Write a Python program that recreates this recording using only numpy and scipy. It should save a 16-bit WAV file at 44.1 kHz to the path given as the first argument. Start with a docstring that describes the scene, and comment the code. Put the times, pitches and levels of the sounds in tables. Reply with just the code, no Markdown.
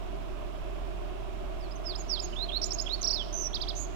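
"""Outdoors among bushes and trees, a bunting sings one song: three falling slurs, two rising whistles,
three stuttered chirps, a third whistle, a warble, a buzz, three peaked notes and a last thin buzz.
Each note is one gliding tone with faint overtones and rasp; leaves, bush and far trees echo it.
Bird, outdoor air (shaped noise) and a low hum (a sine) are on the right;
the left has only a dull, hollow rumble of shaped noise."""
import sys
import numpy as np
from scipy import signal
from scipy.fft import rfft, irfft, next_fast_len
from scipy.io import wavfile
from scipy.ndimage import uniform_filter1d

SR = 44100
rng = np.random.default_rng(int(sys.argv[2]) if len(sys.argv) > 2 else 0)


def store_pcm(level_fs):
    """Save levels as 16-bit WAV."""
    pcm = np.round(np.clip(level_fs, -1, 1) * 32767).astype(np.int16)
    wavfile.write(sys.argv[1], SR, np.atleast_2d(pcm).T)


N = 174195  # length of the scene [samples]


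def amp(db):
    """Decibels to gain."""
    return 10 ** (np.asarray(db) / 20)


def read(points, hz):
    """Interpolates a spectrum's level at hz on a log-frequency axis."""
    f, level_db = np.transpose(points)
    return np.interp(np.log(hz + 1), np.log(f + 1), level_db)


def noise(spectrum):
    """Steady Gaussian noise, shaped in frequency to the given power density."""
    white = rfft(rng.standard_normal(N))
    gain = amp(read(spectrum, np.fft.rfftfreq(N, 1 / SR)))
    return irfft(white * gain, N) * np.sqrt(SR / 2)


def hollow_rumble():
    """Dull noise whose broad humps around 364 Hz and 595-675 Hz sound hollow."""
    # Rumble spectrum: (frequency [Hz], density [dB per Hz])
    rumble_density = [(15, -59), (48, -64), (65, -76), (90, -76.5), (200, -75.5), (270, -72.5), (305, -68),
                      (335, -67), (364, -62), (395, -66), (425, -73), (465, -83.5), (520, -85),
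                      (595, -65.5), (635, -67.5), (675, -65), (760, -73), (850, -82), (1000, -84),
                      (1100, -84.5), (1250, -88.5), (1350, -92), (1500, -92.5), (1850, -102), (2700, -97),
                      (4000, -105), (7000, -107), (10300, -108), (11300, -113), (16000, -110)]
    return noise(rumble_density)


def outdoor_air():
    """Steady air noise, strongest in the lows and fading towards the treble."""
    # Air spectrum: (frequency [Hz], density [dB per Hz])
    air_density = [(15, -64), (30, -60.5), (45, -63), (70, -65.5), (100, -68), (125, -72), (200, -74),
                   (480, -80), (650, -75), (830, -80.5), (1000, -75), (1400, -81), (1900, -87.5),
                   (2600, -83.5), (3500, -88.5), (4500, -96.5), (5600, -96.5), (6400, -102), (7200, -100),
                   (8100, -107), (10300, -107), (11200, -113), (13000, -109), (16000, -112)]
    return noise(air_density)


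def hum():
    """A deep, steady sine with a random starting phase."""
    pitch_hz, rms_db = 43.9, -34.4
    cycles = pitch_hz * np.arange(N) / SR + rng.random()
    return np.sqrt(2) * amp(rms_db) * np.sin(2 * np.pi * cycles)


def drift(size, rate_hz):
    """Smooth random motion of unit spread: noise under a Gaussian roll-off set by rate_hz."""
    n = next_fast_len(max(size, 8192))
    rolloff = np.exp(-(np.fft.rfftfreq(n, 1 / SR) / rate_hz) ** 2)
    motion = irfft(rfft(rng.standard_normal(n)) * rolloff, n)
    return (motion / motion.std())[:size]


def syrinx(hz, level_db, rasp_db):
    """One unsteady tone with soft ends, two faint overtones and a band of rasp that follows its pitch."""
    jitter, shimmer_db, unsteady_hz = .006, .6, 450  # pitch spread (share), level spread, speed of both
    rasp_width_hz, rasp_above_hz = 1100, 450  # noise band, centred above the tone
    edge_s = .0017  # fade at each end
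    # Overtones as the microphone hears them, weak around 8-11 kHz and stronger around 12-14 kHz:
    # (overtone frequency [Hz], level relative to the tone [dB])
    second = [(5000, -50), (7800, -48), (8700, -42), (10500, -42), (11600, -39), (12600, -26.5),
              (14000, -26), (15500, -31)]
    third = [(9000, -49), (11000, -41), (13000, -33.5), (15500, -36.5)]

    size = len(hz)
    t = np.arange(size) / SR
    hz = uniform_filter1d(hz, size=80)  # rounds the corners of the glide
    hz = hz * (1 + jitter * drift(size, unsteady_hz))
    phase = 2 * np.pi * np.cumsum(hz) / SR

    rasp = drift(size, rasp_width_hz) + 1j * drift(size, rasp_width_hz)
    rasp = rasp * np.exp(2j * np.pi * rasp_above_hz * t) / np.sqrt(2)
    vibration = np.exp(1j * phase) * (1 + amp(rasp_db) * rasp)

    tone = vibration.imag
    for k, colour in enumerate([second, third], 2):
        below_nyquist = k * hz < SR / 2
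        tone = tone + amp(read(colour, k * hz)) * below_nyquist * (vibration ** k).imag

    to_nearest_end = np.minimum(t, t[::-1])
    ends = np.sin(np.pi / 2 * np.minimum(to_nearest_end / edge_s, 1)) ** 2
    level = amp(level_db + shimmer_db * drift(size, unsteady_hz))
    return np.sqrt(2) * tone * ends * level


def note(shape, length_s, factor, level_db):
    """One sung note: a drawn glide of pitch and level, stretched, transposed and scaled."""
    # Note shapes by name: (share of the note's length, pitch before transposing [Hz],
    # level relative to the note's own [dB])
    shapes = { "fall": [(0, 5800, -32), (.11, 5880, -19), (.21, 5550, -3.5), (.4, 5050, -1),
              (.59, 4560, -0.5), (.78, 3850, -10), (.92, 3280, -10.5), (1, 3150, -6)],
              "slide": [(0, 5330, -8), (.17, 5100, 0), (.3, 4830, -4), (.42, 4650, 0), (.8, 4230, 0),
              (1, 3950, -6)], "bend": [(0, 5480, -24), (.17, 5330, -9), (.3, 5150, 0), (.44, 4950, -3),
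              (.57, 4620, 0), (.73, 4100, -4), (.83, 3650, -11), (1, 3200, -10)], "hook": [(0, 3200, -12),
              (.28, 3950, -7), (.56, 4950, -1), (.75, 5250, 2.5), (1, 5500, -22)], "pip": [(0, 7080, -19),
              (.3, 6980, -7), (.55, 6730, -4), (.8, 6540, -0.5), (1, 6380, -5)], "arch": [(0, 2950, -7),
              (.3, 3330, -4.5), (.6, 3250, 1.5), (.82, 2800, -8), (1, 2350, -4)], "rise": [(0, 2500, -22),
              (.06, 3000, -13), (.13, 3500, -8), (.35, 3700, -6), (.6, 3950, -5), (.8, 4230, 2),
              (.93, 4340, -3), (1, 4300, -11)], "tick": [(0, 4650, -10), (.35, 5150, -0.5),
              (.72, 5600, -2.5), (1, 5650, -7)], "flick": [(0, 3900, -15), (.3, 4650, -10), (.55, 5220, -1),
              (.8, 5500, -2.5), (1, 5520, -9)], "whip": [(0, 4100, -15), (.28, 4900, -3), (.5, 5500, -1),
              (.7, 6700, -13), (1, 9000, -31)], "drop": [(0, 8300, -25), (.17, 7050, -6), (.3, 6400, -0.5),
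              (.48, 6350, -7), (.66, 6650, -3), (1, 6600, -1)], "snap": [(0, 6000, -15), (.32, 6200, 2),
              (.48, 6600, -25), (.63, 7050, -7), (.8, 5600, 6.5), (.92, 3900, -8), (1, 3500, -17)],
              "lilt": [(0, 4400, -8), (.35, 4980, -3), (.75, 5130, 0), (1, 5200, -5)],
              "blip": [(0, 6270, -5), (.6, 6130, 0), (1, 5990, -2)], "dome": [(0, 3600, -16),
              (.15, 4600, -8), (.3, 5550, -1), (.48, 5720, 0), (.7, 5650, -4), (.84, 5100, -10),
              (1, 4000, -12)], "wave": [(0, 3850, -12), (.15, 4500, -8.5), (.3, 5250, -1.5), (.52, 5550, 1),
              (.7, 5800, -6), (.85, 5200, -10), (1, 3950, -6)], "swell": [(0, 3800, -11), (.17, 4500, -5),
              (.43, 5300, 3), (.7, 5850, -6.5), (.85, 4950, -10), (1, 4200, -13)], "sigh": [(0, 4200, -2.5),
              (.08, 4650, -1), (.18, 5300, 0), (.23, 5200, -12), (.3, 4350, -5), (.5, 3680, -10),
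              (.76, 3250, -6.5), (.9, 3020, -7.5), (1, 2900, -29)], "peak": [(0, 3050, -13),
              (.23, 3600, -12), (.36, 4300, 0.5), (.46, 5350, -4.5), (.56, 4850, 0), (.69, 4000, -5),
              (.87, 3530, -6.5), (1, 3080, -8)], }
    # Rasp of the harsher notes by shape name: level relative to the tone [dB]
    harsh_rasp = {"whip": -12, "snap": -15, "drop": -22, "flick": -27, "wave": -32}
    share, hz, db = np.transpose(shapes[shape])
    u = np.linspace(0, 1, round(length_s * SR))
    glide_hz = factor * np.interp(u, share, hz)
    rasp_db = harsh_rasp.get(shape, -42)  # the other notes are nearly clean
    return syrinx(glide_hz, level_db + np.interp(u, share, db), rasp_db)


def buzz(rows):
    """A high tone shaken quickly in pitch, dipping in level at each pitch crest."""
    shakes_per_s, sharpness = 85.6, 1.4  # higher sharpness narrows the crests
    s, *controls = np.transpose(rows)
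    t = np.arange(s[0], s[-1], 1 / SR)
    hz, swing_hz, db, dip_db, rasp_db = [np.interp(t, s, c) for c in controls]
    crest = abs(np.cos(np.pi * shakes_per_s * (t - s[0]))) ** (2 * sharpness)
    return syrinx(hz + swing_hz * (2 * crest - 1), db - dip_db * crest, rasp_db)


def add(mix, s, sound):
    """Mixes a sound in at time s, cut off where the mix ends."""
    part = mix[round(s * SR):][:len(sound)]
    part += sound[:len(part)]


def bird():
    """The whole song, dry: every note and both buzzes from the one voice."""
    # Notes: (shape name, start [s], length [s], pitch factor, level [dB])
    song = [ ("slide", 1.600, .074, 1.0, -54), ("lilt", 1.708, .021, 1.0, -45.5),
            ("blip", 1.753, .019, 1.0, -47.5), ("bend", 1.840, .104, 1.0, -33),
            ("hook", 1.943, .025, 1.0, -34.5), ("pip", 1.974, .048, .995, -38),
            ("fall", 2.079, .105, 1.0, -26), ("hook", 2.184, .026, 1.0, -30.5),
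            ("pip", 2.214, .047, 1.0, -34), ("arch", 2.325, .020, .93, -38.5),
            ("rise", 2.354, .094, .975, -28.5), ("arch", 2.486, .021, 1.0, -31),
            ("rise", 2.512, .071, 1.0, -26), ("arch", 2.860, .024, 1.02, -31),
            ("rise", 2.887, .066, 1.035, -26.5), ("tick", 2.6145, .012, 1.03, -27.5),
            ("flick", 2.624, .013, 1.01, -24), ("whip", 2.636, .015, 1.0, -21),
            ("drop", 2.654, .020, 1.04, -31), ("tick", 2.705, .010, 1.02, -28.5),
            ("flick", 2.715, .011, 1.0, -23), ("drop", 2.729, .023, .99, -29.5),
            ("tick", 2.783, .011, .96, -29), ("flick", 2.793, .014, .975, -22.5),
            ("drop", 2.809, .019, 1.01, -31), ("snap", 3.011, .025, 1.0, -30),
            ("dome", 3.036, .031, 1.0, -23), ("wave", 3.066, .030, 1.0, -21.5),
            ("swell", 3.097, .030, 1.0, -23.5), ("sigh", 3.127, .108, 1.0, -24.5),
            ("peak", 3.530, .044, 1.0, -26.5), ("peak", 3.601, .041, .99, -28),
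            ("peak", 3.671, .043, .99, -29), ]
    # Two buzzes, each with rows of: (time [s], centre pitch [Hz], pitch swing either way [Hz],
    # level [dB], dip at each pitch crest [dB], rasp relative to the tone [dB])
    buzzes = [
        [(3.3245, 6200, 60, -38, 14, -34), (3.342, 6290, 190, -30, 19, -32), (3.385, 6300, 270, -29, 9, -30),
         (3.42, 6280, 290, -28.5, 7, -27), (3.445, 6000, 250, -30.5, 5, -28), (3.472, 5870, 280, -27, 7, -30),
         (3.483, 5900, 250, -37, 6, -30)],
        [(3.7495, 6400, 200, -48, 6, -15), (3.766, 6500, 450, -34.5, 8, -12), (3.788, 6650, 450, -36, 5, -13),
         (3.806, 6950, 400, -34.5, 2, -19), (3.832, 6800, 350, -36.5, 2, -20), (3.853, 6550, 350, -41, 2, -20),
         (3.861, 6350, 300, -44, 3, -19)],
    ]
    voice = np.zeros(N)
    for shape, start_s, *rest in song:
        add(voice, start_s, note(shape, *rest))
    for rows in buzzes:
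        add(voice, rows[0][0], buzz(rows))
    return voice


def surroundings(x):
    """Direct sound plus single leaf echoes, a short scatter in the bush and a long tail from the trees."""
    bush_db, bush_t60_s = -19.5, .16
    trees_db, trees_t60_s, trees_onset_s = -16, .85, .025
    # Echoes from leaves close by: (delay [s], level [dB])
    leaves = [(.0021, -15.5), (.0047, -16), (.0083, -17.5), (.0135, -22), (.021, -21)]
    t = np.arange(SR) / SR
    bush = rng.standard_normal(SR) * amp(-60 * t / bush_t60_s)
    trees = rng.standard_normal(SR) * amp(-60 * t / trees_t60_s)
    trees = trees * (1 - np.exp(-t / trees_onset_s))  # far trees answer gradually
    echo = amp(bush_db) * bush / np.linalg.norm(bush)
    echo = echo + amp(trees_db) * trees / np.linalg.norm(trees)
    for delay_s, db in leaves:
        add(echo, delay_s, amp([db]))
    return x + signal.fftconvolve(x, echo)[:N]


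def scene():
    """Hollow rumble on the left; air, hum and the echoing bird on the right."""
    left = hollow_rumble()
    right = outdoor_air() + hum() + surroundings(bird())
    return np.array([left, right])


def record(dry):
    """The recorder's band limit: a steep low-pass on both channels."""
    cutoff_hz = 15800
    lowpass = signal.firwin(511, cutoff_hz, window=("kaiser", 9), fs=SR)
    return signal.oaconvolve(dry, lowpass[None], "same")


dry = scene()
out = record(dry)
store_pcm(out)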